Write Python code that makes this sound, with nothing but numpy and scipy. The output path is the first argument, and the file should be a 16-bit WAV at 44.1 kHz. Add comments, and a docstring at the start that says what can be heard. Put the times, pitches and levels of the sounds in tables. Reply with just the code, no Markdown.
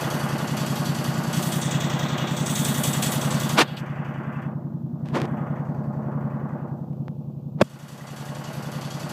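"""Idling ride-on mower, finger on the microphone

A single-cylinder ride-on mower idles in a yard while a hand-held camera sweeps along it.
Each four-stroke cycle gives hissing exhaust puffs, a thump in the silencer and a casing rattle.
The hiss is shaped noise; thump, panels and outlet are ringing modes driven by pulses or noise.
A finger slides over the microphone port, muffles the engine, and lets go with a pop that ducks
the gain; clicks sound at the port, and faint dull noise swells just before the pop."""
import sys
import numpy as np
from scipy import signal
from scipy.fft import rfft, irfft, next_fast_len
from scipy.io import wavfile
from scipy.ndimage import uniform_filter1d

SR = 44100
rng = np.random.default_rng(int(sys.argv[2]) if len(sys.argv) > 2 else 0)


def wav_out(sig):
    """Save sig, one row per channel (or a flat mono array), as 16-bit PCM at SR to the path in sys.argv[1]."""
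    wavfile.write(sys.argv[1], SR, np.round(np.clip(np.atleast_2d(sig).T, -1, 1) * 32767).astype(np.int16))


N = 402191
TIME_S = np.arange(N) / SR


def gain_of(db):
    """Decibels to an amplitude factor."""
    return 10 ** (np.asarray(db) / 20)


def evened(x):
    """Scale to rms 1."""
    return x / np.sqrt(np.mean(x ** 2) + 1e-20)


def curves(rows, at=TIME_S):
    """Interpolate every further column of a table over its first."""
    first, *columns = np.transpose(rows)
    return [np.interp(at, first, column) for column in columns]


def coloured(x, points):
    """Filter x by a spectrum drawn on a log frequency axis; rms 1."""
    size = next_fast_len(len(x))
    hz, db = np.transpose(points)
    log_hz = np.log(np.fft.rfftfreq(size, 1 / SR) + 1)
    shape_db = np.interp(log_hz, np.log(hz + 1), db)
    return evened(irfft(rfft(x, size) * gain_of(shape_db), size)[:len(x)])


def ring(x, hz, width_hz):
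    """One mode: a blow in x starts a dying sine."""
    pole = np.exp((2j * np.pi * hz - np.pi * width_hz) / SR)
    return signal.lfilter([1], [1, -pole], x).imag


def grains(count):
    """Noise with random peaks, like many small impacts."""
    return rng.standard_normal(count) * gain_of(2.0 * np.minimum(rng.exponential(1, count), 4))


def per_cycle(cycles, spread_db, count=1):
    """Random gains held for one cycle: no two firings are alike."""
    draws = rng.standard_normal((int(cycles[-1]) + 1, count))
    gains = gain_of(spread_db * np.clip(draws, -3, 1.5))
    return gains[cycles.astype(int)].T


def blows(cycles, places):
    """One click each time the crank passes a given place."""
    clicks = 0
    for at, db in places:
        passed = np.floor(cycles - at)
        clicks = clicks + gain_of(db) * np.diff(passed, prepend=np.floor(cycles[0] - at))
    return clicks


# crank speed as the governor hunts: (time [s], speed [turns/min])
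SPEED_RPM = [(0.0, 1299.8), (0.61, 1276.2), (1.22, 1247.4), (1.82, 1282.2), (2.43, 1277.2), (3.04, 1273.3),
             (3.65, 1302.8), (4.26, 1290.4), (4.86, 1251.4), (5.47, 1275.0), (6.08, 1301.3), (6.69, 1264.9),
             (7.3, 1309.1), (7.9, 1285.7), (8.51, 1302.4), (9.12, 1266.4)]
START_CYCLES = -.08  # done at time zero, counted from the opening of the exhaust valve


def crank():
    """Four-stroke cycle count: two turns each, plus one so that it starts above zero."""
    return 1 + START_CYCLES + np.cumsum(curves(SPEED_RPM)[0]) / SR / 120


# spectrum of the noise at the port: (frequency [Hz], level [dB per Hz])
SKIN_SPECTRUM = [(35, -61.5), (60, -33.5), (298, -6.5), (889, -3), (1120, -0.5), (1260, -2.5), (3190, -5),
                 (9510, -23.5), (13500, -32.5), (15500, -29)]
SLIDE_EDGE_DB = -32  # either end of a slide, re its hold


def slide(start_s, rise_s, hold_s, fall_s, db, dull):
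    """Dense grains that swell, hold and fade; dullness mixes in a muted copy."""
    end_s = rise_s + hold_s + fall_s
    t = np.arange(0, end_s, 1 / SR)
    source = grains(8000)
    bright = coloured(source, SKIN_SPECTRUM)
    muted_spectrum = [(hz, level_db - 9.77 * np.log2(np.clip(hz, 300, 3500) / 300))
                      for hz, level_db in SKIN_SPECTRUM]
    muted = coloured(source, muted_spectrum)
    shape_db = np.interp(t, [0, rise_s, rise_s + hold_s, end_s], [SLIDE_EDGE_DB, 0, 0, SLIDE_EDGE_DB])
    dull = np.clip(dull, 0, 1)
    noise = ((1 - dull) * bright + dull * muted)[:len(t)]
    out = np.zeros(N)
    out[round(start_s * SR):][:len(t)] = gain_of(db + shape_db) * np.minimum(t / 0.0012, 1) * noise
    return out


# skin dragging over the port, and faint dull noise that swells just before the pop (7.572 s):
# (start [s], rise [s], hold [s], fall [s], level [dB], dullness [0-1])
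SLIDES = [(3.564, 0.0256, 0.03054, 0.0262, -2.5, 0.34), (5.039, 0.0169, 0.053, 0.028, -43.5, 0.77),
          (5.114, 0.0404, 0.0168, 0.076, -18, 0.91), (5.188, 0.0152, 0.0516, 0.026, -28.5, 0.96),
          (7.572, 0.0296, 0.0042, .004, -32, 1), (7.609, 0.00557, 0.00691, 0.0025, -0.5, 0.84)]
# clicks at the port: skin coming unstuck, and faint ones just before the pop:
# (time [s], peak [dB], time to peak [ms], delay of echo [ms])
TICKS = [(5.0588, -33.5, 0.058, .05), (5.0618, -44, .05, .05), (5.087, -26, 0.066, 0.094),
         (5.0965, -42, .05, .05), (5.2017, -17, 0.08, .05), (5.2178, -11, 0.067, 0.072),
         (5.253, -32, .08, .05), (5.2552, -24.5, 0.061, 0.048), (6.932, -43.5, 0.091, .1),
         (7.082, -20.5, 0.181, .19), (7.5897, -34.5, 0.188, 0.166), (7.602, -28, 0.164, 0.22),
         (7.6115, -25.5, 2.3, 0.97), (7.6061, -14, 0.32, 0.44)]
TICK_ECHO_DB = -13.5
# port springing open: (time [s], level [dB], frequency [Hz], T60 [s])
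POPS = [(7.6113, 0, 292, 0.0375), (7.6135, 2.5, 620, 0.033), (7.6157, -2.5, 878, 0.0224),
        (7.6214, 6, 228, 0.025)]


def handling():
    """Noise swells, clicks as one-sided pressure jolts, and a pop of dying sines, all at the port."""
    out = sum(slide(*row) for row in SLIDES)
    t = np.arange(4000) / SR
    for at_s, peak_db, peak_ms, echo_ms in TICKS:
        for late_ms, db in ((0, peak_db), (echo_ms, peak_db + TICK_ECHO_DB)):
            u = np.maximum(1000 * t - late_ms, 0) / peak_ms
            out[round(at_s * SR):][:len(t)] += gain_of(db) * (u * np.exp(1 - u)) ** 2
    for at_s, db, hz, t60_s in POPS:
        out[round(at_s * SR):][:len(t)] += gain_of(db - 60 * t / t60_s) * np.sin(2 * np.pi * hz * t)
    return out


# modes of a loose part: (frequency [Hz], width [Hz], level [dB])
CHIRP_MODES = [(1910, 47, 2.5), (2640, 27, -1), (2881, 25, -2), (3446, 35, -2.5)]
CHIRP_AT_CYCLE = .32


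def chirp(cycles):
    """A short scrape once a cycle rings a few high modes, unevenly."""
    envelope = signal.oaconvolve(blows(cycles, [(CHIRP_AT_CYCLE, 0)]), np.hanning(500))[:N]
    scrape = envelope * rng.standard_normal(N)
    luck = per_cycle(cycles, 4.0, count=len(CHIRP_MODES))
    return evened(sum(gain_of(db) * evened(ring(scrape * gain, hz, width_hz))
                      for gain, (hz, width_hz, db) in zip(luck, CHIRP_MODES)))


# valve gear knocks: (place in cycle [0-1], level [dB])
KNOCKS = [(0.69, 3.5), (0.759, 3), (.85, 0.5), (0.951, -4), (0.101, 0), (0.229, 2.5), (.52, -1.5)]
KNOCK_T60_S = 0.05


def valve_knocks(cycles):
    """Each knock, of varying strength, sets off the same short broadband shudder."""
    t = TIME_S[:4000]
    shudder = rng.standard_normal(4000) * gain_of(-60 * t / KNOCK_T60_S) * np.minimum(t / 0.0019, 1)
    spectrum = rfft(shudder)
    shudder = irfft(spectrum / uniform_filter1d(abs(spectrum), 7))  # no colour of its own
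    strengths = gain_of(0.83 * rng.standard_normal(N))
    return evened(signal.oaconvolve(blows(cycles, KNOCKS) * strengths, shudder)[:N])


# broad rattle spectrum: (frequency [Hz], level [dB per Hz])
RATTLE_SPECTRUM = [(220, -12), (380, -2), (456, -15), (842, -0.5), (934, 2), (1430, -0.5), (2330, -9.5),
                   (3000, -10.5), (3900, -47), (6600, -120)]
# bonnet and deck modes: (frequency [Hz], width [Hz], level [dB])
PANELS = [(524, 15, -5), (607.6, 34, 0.5), (658.2, 31, 1.5), (719.5, 16, 0), (788.8, 46, -1.5),
          (875.2, 54, 2.5), (914.3, 24, -4.5), (1039.7, 47, -6.5), (1117.9, 16, -4.5), (1164.5, 10, -2.5),
          (1245.3, 14, -2), (1472.8, 18, -4), (1638.6, 7.1, -5.5), (1798.4, 9.3, -11), (2012.5, 23, -9.5),
          (2157, 12, -15.5)]
# casing shakes hardest: (place in cycle [0-1], width [cycles], rise [dB])
SHAKE = [(0.221, 0.12, 1), (0.749, 0.13, 1)]
KNOCK_TO_PANELS_DB = 4  # re rms 1


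def rattle(cycles):
    """Fan noise and small taps in the panels, which the valve gear also knocks in every cycle."""
    shake_db = 0
    for at, width, db in SHAKE:
        bump = np.exp((np.cos(2 * np.pi * (cycles - at)) - 1) / (2 * np.pi * width) ** 2)
        shake_db = shake_db + db * bump
    taps = evened(grains(N) * gain_of(shake_db) * per_cycle(cycles, .8)[0])
    knocks = valve_knocks(cycles)
    drive = taps + gain_of(KNOCK_TO_PANELS_DB) * knocks
    luck = per_cycle(cycles - .5, 1.5, count=len(PANELS))  # each panel shakes differently
    panels = sum(gain_of(db) * evened(ring(drive * gain, hz, width_hz))
                 for gain, (hz, width_hz, db) in zip(luck, PANELS))
    broad = coloured(taps + .9 * knocks, RATTLE_SPECTRUM)
    return evened(broad + gain_of(-1) * evened(panels))


# gas bursts, before the depth factors: (place in cycle [0-1], level [dB], fade [dB/cycle])
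PUFFS = [(0.028, 4, 9), (0.419, 0.5, 7)]
PUFF_RISE_CYCLES = 0.019


def puff_level_db(cycles):
    """Level through the cycle: each burst rises fast and fades."""
    power = 0
    for at, db, fade_db in PUFFS:
        since = (cycles - at) % 1
        power = power + (gain_of(db - fade_db * since) * np.minimum(since / PUFF_RISE_CYCLES, 1)) ** 2
    return 10 * np.log10(power + 1e-6)


# cycles with extra hiss: louder puffs, and a broadband scrape near 3.8 s:
# (time [s], extra level at mid-cycle [dB])
EXTRA_HISS = [(1.36, 1), (2.86, 3.5), (2.96, 1.5), (3.05, 2.5), (3.14, 2.5), (3.52, 2.5), (3.8, 3)]


def extra_hiss(cycles):
    """Extra gain in the listed cycles: 1.5 times the listed dB at the start, half at the end."""
    extra_db = np.zeros(int(cycles[-1]) + 1)
    for at_s, db in EXTRA_HISS:
        extra_db[int(cycles[round(at_s * SR)])] = db
    return gain_of(extra_db[cycles.astype(int)] * (1.5 - cycles % 1))


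PATCH_HZ, PATCH_SPREAD_DB = [2200, 3200, 4500, 5800, 7000, 8500, 11000], 1.8


def patchy(x, cycles):
    """Split x into bands, each with its own random gain every half cycle."""
    lows = [0 * x]
    for hz in PATCH_HZ:
        lows.append(signal.sosfiltfilt(signal.butter(3, hz, fs=SR, output="sos"), x))
    lows.append(x)
    gains = per_cycle(2 * cycles + .1, PATCH_SPREAD_DB, count=len(lows) - 1)
    return sum(gain * (high - low) for gain, low, high in zip(gains, lows, lows[1:]))


# hiss heard from aside: (frequency [Hz], level [dB per Hz])
JET_SIDE = [(1060, -35), (1800, -11), (2340, -17), (2930, -4), (4010, -7.5), (4590, -1.5), (5350, -7.5),
            (7820, -10.5), (10100, -15.5), (12200, -11), (13500, -14.5), (15500, -22.5)]
# hiss heard from in front: (frequency [Hz], level [dB per Hz])
JET_FACING = [(1060, -36.5), (1800, -13), (1920, -4.5), (2720, -25), (3410, 4), (4980, -18.5), (7890, -0.5),
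              (10200, -5.5), (14700, -4.5), (15500, -11.5)]
# outlet and heat shield modes:
# (frequency [Hz], width [Hz], level from aside [dB], level from in front [dB])
OUTLET = [(2613, 33, -7, -13), (2996, 65, -9.5, -5.5), (3347, 33, -3, -3), (3832, 51, -12.5, -9.5),
          (4680, 61, -0.5, -18), (6162, 99, -5, -8.5), (6624, 140, -4, -2.5), (7304, 130, -3.5, -3),
          (8050, 91, -3, 0.5), (9153, 290, -11.5, 0), (11935, 580, -7, -11.5)]
DETUNE = .012  # each whistle is a low and a high mode, weighted anew every cycle
TREBLE_HZ, TREBLE_LEAD_CYCLES = 5500, 0.031
TREBLE_DEPTH, BODY_DEPTH = 1.55, .8  # factors on the puff dB


def hiss(cycles, facing):
    """Gas rushes out in bursts that fade through the cycle; each puff whistles differently."""
    gas, puff_db = rng.standard_normal(N), puff_level_db(cycles)
    jet = (1 - facing) * coloured(gas, JET_SIDE) + facing * coloured(gas, JET_FACING)
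    jet = patchy(jet, cycles)
    body = signal.sosfiltfilt(signal.butter(2, TREBLE_HZ, fs=SR, output="sos"), jet)
    treble = jet - body
    gust = gas * gain_of(4.5 * puff_db)  # drives the metal mostly at the start of a burst
    luck = per_cycle(cycles, 4.0, count=2 * len(OUTLET))
    tunes = np.repeat([1 - DETUNE, 1 + DETUNE], len(OUTLET))
    whistle = 0
    for gain, tune, (hz, width_hz, side_db, front_db) in zip(luck, tunes, OUTLET + OUTLET):
        level = gain_of(side_db + facing * (front_db - side_db))
        whistle = whistle + gain * level * evened(ring(gust, hz * tune, width_hz))
    early_puff_db = puff_level_db(cycles + TREBLE_LEAD_CYCLES)
    rush = body * gain_of(BODY_DEPTH * puff_db) + treble * gain_of(TREBLE_DEPTH * early_puff_db)
    sound = evened(rush) + gain_of(-16.0) * whistle
    return evened(sound * per_cycle(cycles, 1.3)[0]) * extra_hiss(cycles)


SWELL_S = .0077  # length of a pulse as a mode feels it


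def swell(hz, late_ms):
    """A short burst at the pitch of one mode: how a pulse feeds it."""
    t = np.arange(-1500, 1501) / SR
    u = np.clip((t - late_ms / 1000) / SWELL_S, -.5, .5)
    return np.cos(np.pi * u) ** 2 * np.cos(2 * np.pi * hz * t)


WAVER_RMS_S, WAVER_HZ = .0005, 9  # sines at 0.3 to 1.5 times this rate


def wavered(x):
    """The hot gas column stretches and shrinks the ring in time."""
    coarse_s = TIME_S[::100]
    waver = sum(np.sin(2 * np.pi * (hz * coarse_s + rng.random()))
                for hz in WAVER_HZ * np.geomspace(.3, 1.5, 12))
    shift_s = WAVER_RMS_S * np.interp(TIME_S, coarse_s, evened(waver))
    return np.interp(TIME_S + shift_s, TIME_S, x)


# pressure pulses into the silencer: (place in cycle [0-1], level [dB])
PULSES = [(.556, 0), (.185, -7), (.916, -22)]
# silencer and pipe modes: (frequency [Hz], width [Hz], level [dB],
# first motion [1 outward, -1 inward], delay of uptake after the pulse's middle [ms])
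SILENCER = [(54, 5, -24, -1, -20), (88, 16, -15, 1, -24), (121.5, 14.7, -11.5, -1, 27),
            (140.8, 9.3, 0, -1, -15.4), (176.1, 24.7, -.8, -1, -5.3), (216, 5.4, -8, -1, 24),
            (230, 13.2, -5.6, -1, 3.5), (253, 20, -13, 1, -10), (287, 14, -22, 1, 5),
            (317.2, 9, -18, -1, -9), (351, 12, -19, 1, 16)]


def thump(cycles, upper_db, top_db):
    """Soft pressure pulses at fixed crank angles ring the silencer; its pitch wavers a little."""
    pulses = blows(cycles, PULSES) * per_cycle(cycles, .8)[0]
    drive = evened(np.convolve(pulses, np.hanning(50))[:N])
    drive = drive + .2 * rng.standard_normal(N)  # unsteady flow blurs the ring
    luck = per_cycle(cycles - PULSES[0][0] / 2, 1.2, count=len(SILENCER))
    sound = 0
    for gain, (hz, width_hz, db, way, late_ms) in zip(luck, SILENCER):
        view_db = upper_db if 200 < hz < 250 else top_db if hz > 160 else 0
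        feed = signal.oaconvolve(drive * gain, swell(hz, late_ms), "same")
        sound = sound + np.sign(way) * gain_of(db + view_db) * ring(feed, hz, width_hz)
    return evened(wavered(sound))


# finger moves on the port: (start [s], length [s], free gap afterwards [dB re open])
MOVES = [(1.438, 0.3065, -9), (1.756, 0.51, -10.5), (2.251, 0.484, -2), (3.596, 0.038, -13),
         (3.781, 0.036, -18), (4.0, 0.265, -18.5), (4.431, 0.142, -22), (4.557, 0.269, -23.5),
         (5.03, 0.256, -21), (5.562, 0.187, -22.5), (5.969, 0.12, -21.5), (6.448, 0.171, -21.5),
         (6.657, 0.129, -24), (6.824, 0.318, -26), (7.609, .015, 1.5)]


def gap_level_db(t):
    """Free gap: glides to a new width at each move and stays; never wider than open."""
    gap_db, before_db = np.zeros(len(t)), 0
    for start_s, length_s, db in MOVES:
        gap_db = gap_db + (db - before_db) * np.clip((t - start_s) / length_s, 0, 1)
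        before_db = db
    return np.minimum(gap_db, 0)


# port against gap: (gap [dB re open], sharpness of port resonance [ratio], leak past the skin [dB])
SEAL = [(-25, 0.5, -48), (-21, 0.7, -45.5), (-18, 1, -26), (-17, 1, -24), (-16, 0.89, -12.5),
        (-14.5, 1, -11.5), (-11, .9, -21), (-8, 0.86, -15), (-3, .8, -6)]
# colour of the leak, added to its level: (frequency [Hz], level [dB])
LEAK_COLOUR = [(4000, 7), (8000, 2.5), (10000, -1), (13000, 5.5)]
CANCEL = .8  # how far the leak opposes the sound through the gap


def covered(x):
    """The gap and the air behind it form a damped low-pass; some sound leaks past the finger."""
    hz, t, z = signal.stft(x, SR, nperseg=512, noverlap=384)
    gap_db = gap_level_db(t)
    sharp, leak_db = curves(SEAL, gap_db)
    leak = gain_of(leak_db + curves(LEAK_COLOUR, hz)[0][:, None])
    ratio = hz[:, None] / (20000 * gain_of(gap_db))  # 20 kHz resonance when open
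    port = abs(1 - ratio ** 2 + 1j * ratio / np.maximum(sharp, .1)) ** -2.8
    gain = np.sqrt(port ** 2 + leak ** 2 - 2 * CANCEL * port * leak)
    return signal.istft(z * gain, SR, nperseg=512, noverlap=384)[1][:N]


# levels at the moving camera: (time [s], thump [dB], its 200-250 Hz modes [dB, relative],
# its other modes above 160 Hz [dB, relative], rattle [dB], hiss [dB], facing the exhaust [0-1])
VIEW = [(0, -21.5, 2.5, 4, -24.5, -33.5, 0.2), (.8, -19.5, 4.5, 2.5, -28, -33.5, 0.2),
        (1.28, -22.5, 3, 8.5, -28, -35, 0.1), (1.4, -20.5, 5, 7.5, -26.5, -26.5, 0.5),
        (1.8, -19, 1.5, 3, -26.5, -28.5, 1), (2.3, -21, 2.5, 3.5, -28, -30.5, 1),
        (2.6, -18.5, 6.5, 3, -26.5, -25, 0.9), (3.5, -17.5, 2.5, 1.5, -25.5, -28, 0.5),
        (3.9, -23.5, -0.5, 2, -34, -38, 0.3), (4.4, -25.5, 4, 2.5, -35.5, -39, 0.5),
        (4.85, -27.5, 2, 4.5, -45, -40.5, .7), (5.3, -23.5, 4.5, 1.5, -33, -26.5, 0.7),
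        (5.85, -25, 3, -0.5, -34, -28.5, 0.3), (6.5, -25.5, 3.5, 1, -35, -30.5, 0.5),
        (7.5, -29.5, 0, 1, -40.5, -42.5, 0.4), (8.2, -26.5, 0, -1, -33, -40.5, 0.2),
        (9.12, -24.5, -0.5, 2.5, -32.5, -38.5, 0)]
CHIRP_DB = -17  # re rattle


def scene():
    """The engine as the moving camera meets it, behind the finger, plus the noises at the port."""
    cycles = crank()
    thump_db, upper_db, top_db, rattle_db, hiss_db, facing = curves(VIEW)
    engine = gain_of(rattle_db) * (rattle(cycles) + gain_of(CHIRP_DB) * chirp(cycles))
    engine = engine + gain_of(hiss_db) * hiss(cycles, np.clip(facing, 0, 1))
    engine = engine + gain_of(thump_db) * thump(cycles, upper_db, top_db)
    return (covered(engine) + handling())[None]


# microphone self-noise: (frequency [Hz], level [dB per Hz])
SELF_NOISE = [(1470, -22.5), (2500, -2.5), (6440, -8), (9730, -14), (13600, -5), (14700, -3.5), (15500, -4)]
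SELF_NOISE_DB, LOW_CUT_HZ, EDGE_HZ = -69, 110, 15500


def record(dry):
    """Low cut, self-noise, gain that drops after loud sounds and creeps back, overload, band limit."""
    x = signal.sosfilt(signal.butter(3, LOW_CUT_HZ, "high", fs=SR, output="sos"), dry[0])
    x = x + gain_of(SELF_NOISE_DB) * coloured(rng.standard_normal(N), SELF_NOISE)
    power_db = 10 * np.log10(abs(uniform_filter1d(x ** 2, 440)) + 1e-12)
    log_over = np.log(np.maximum(power_db + 16.5, 1e-3))
    # held peak of the excess, dying away
    held = np.exp(np.maximum.accumulate(log_over + TIME_S / 0.4435) - TIME_S / 0.4459)
    lag = np.exp(-1 / (0.008 * SR))  # 8 ms smoothing
    cut_db = 0.5587 * signal.lfilter([1 - lag], [1, -lag], held)
    ducked = x / gain_of(cut_db)
    clipped = 0.7441 * np.tanh(ducked / 0.9213)
    band_limit = signal.firwin(511, EDGE_HZ, window=("kaiser", 9), fs=SR)
    return signal.oaconvolve(clipped[None], band_limit[None], "same")


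dry = scene()
out = record(dry)
wav_out(out)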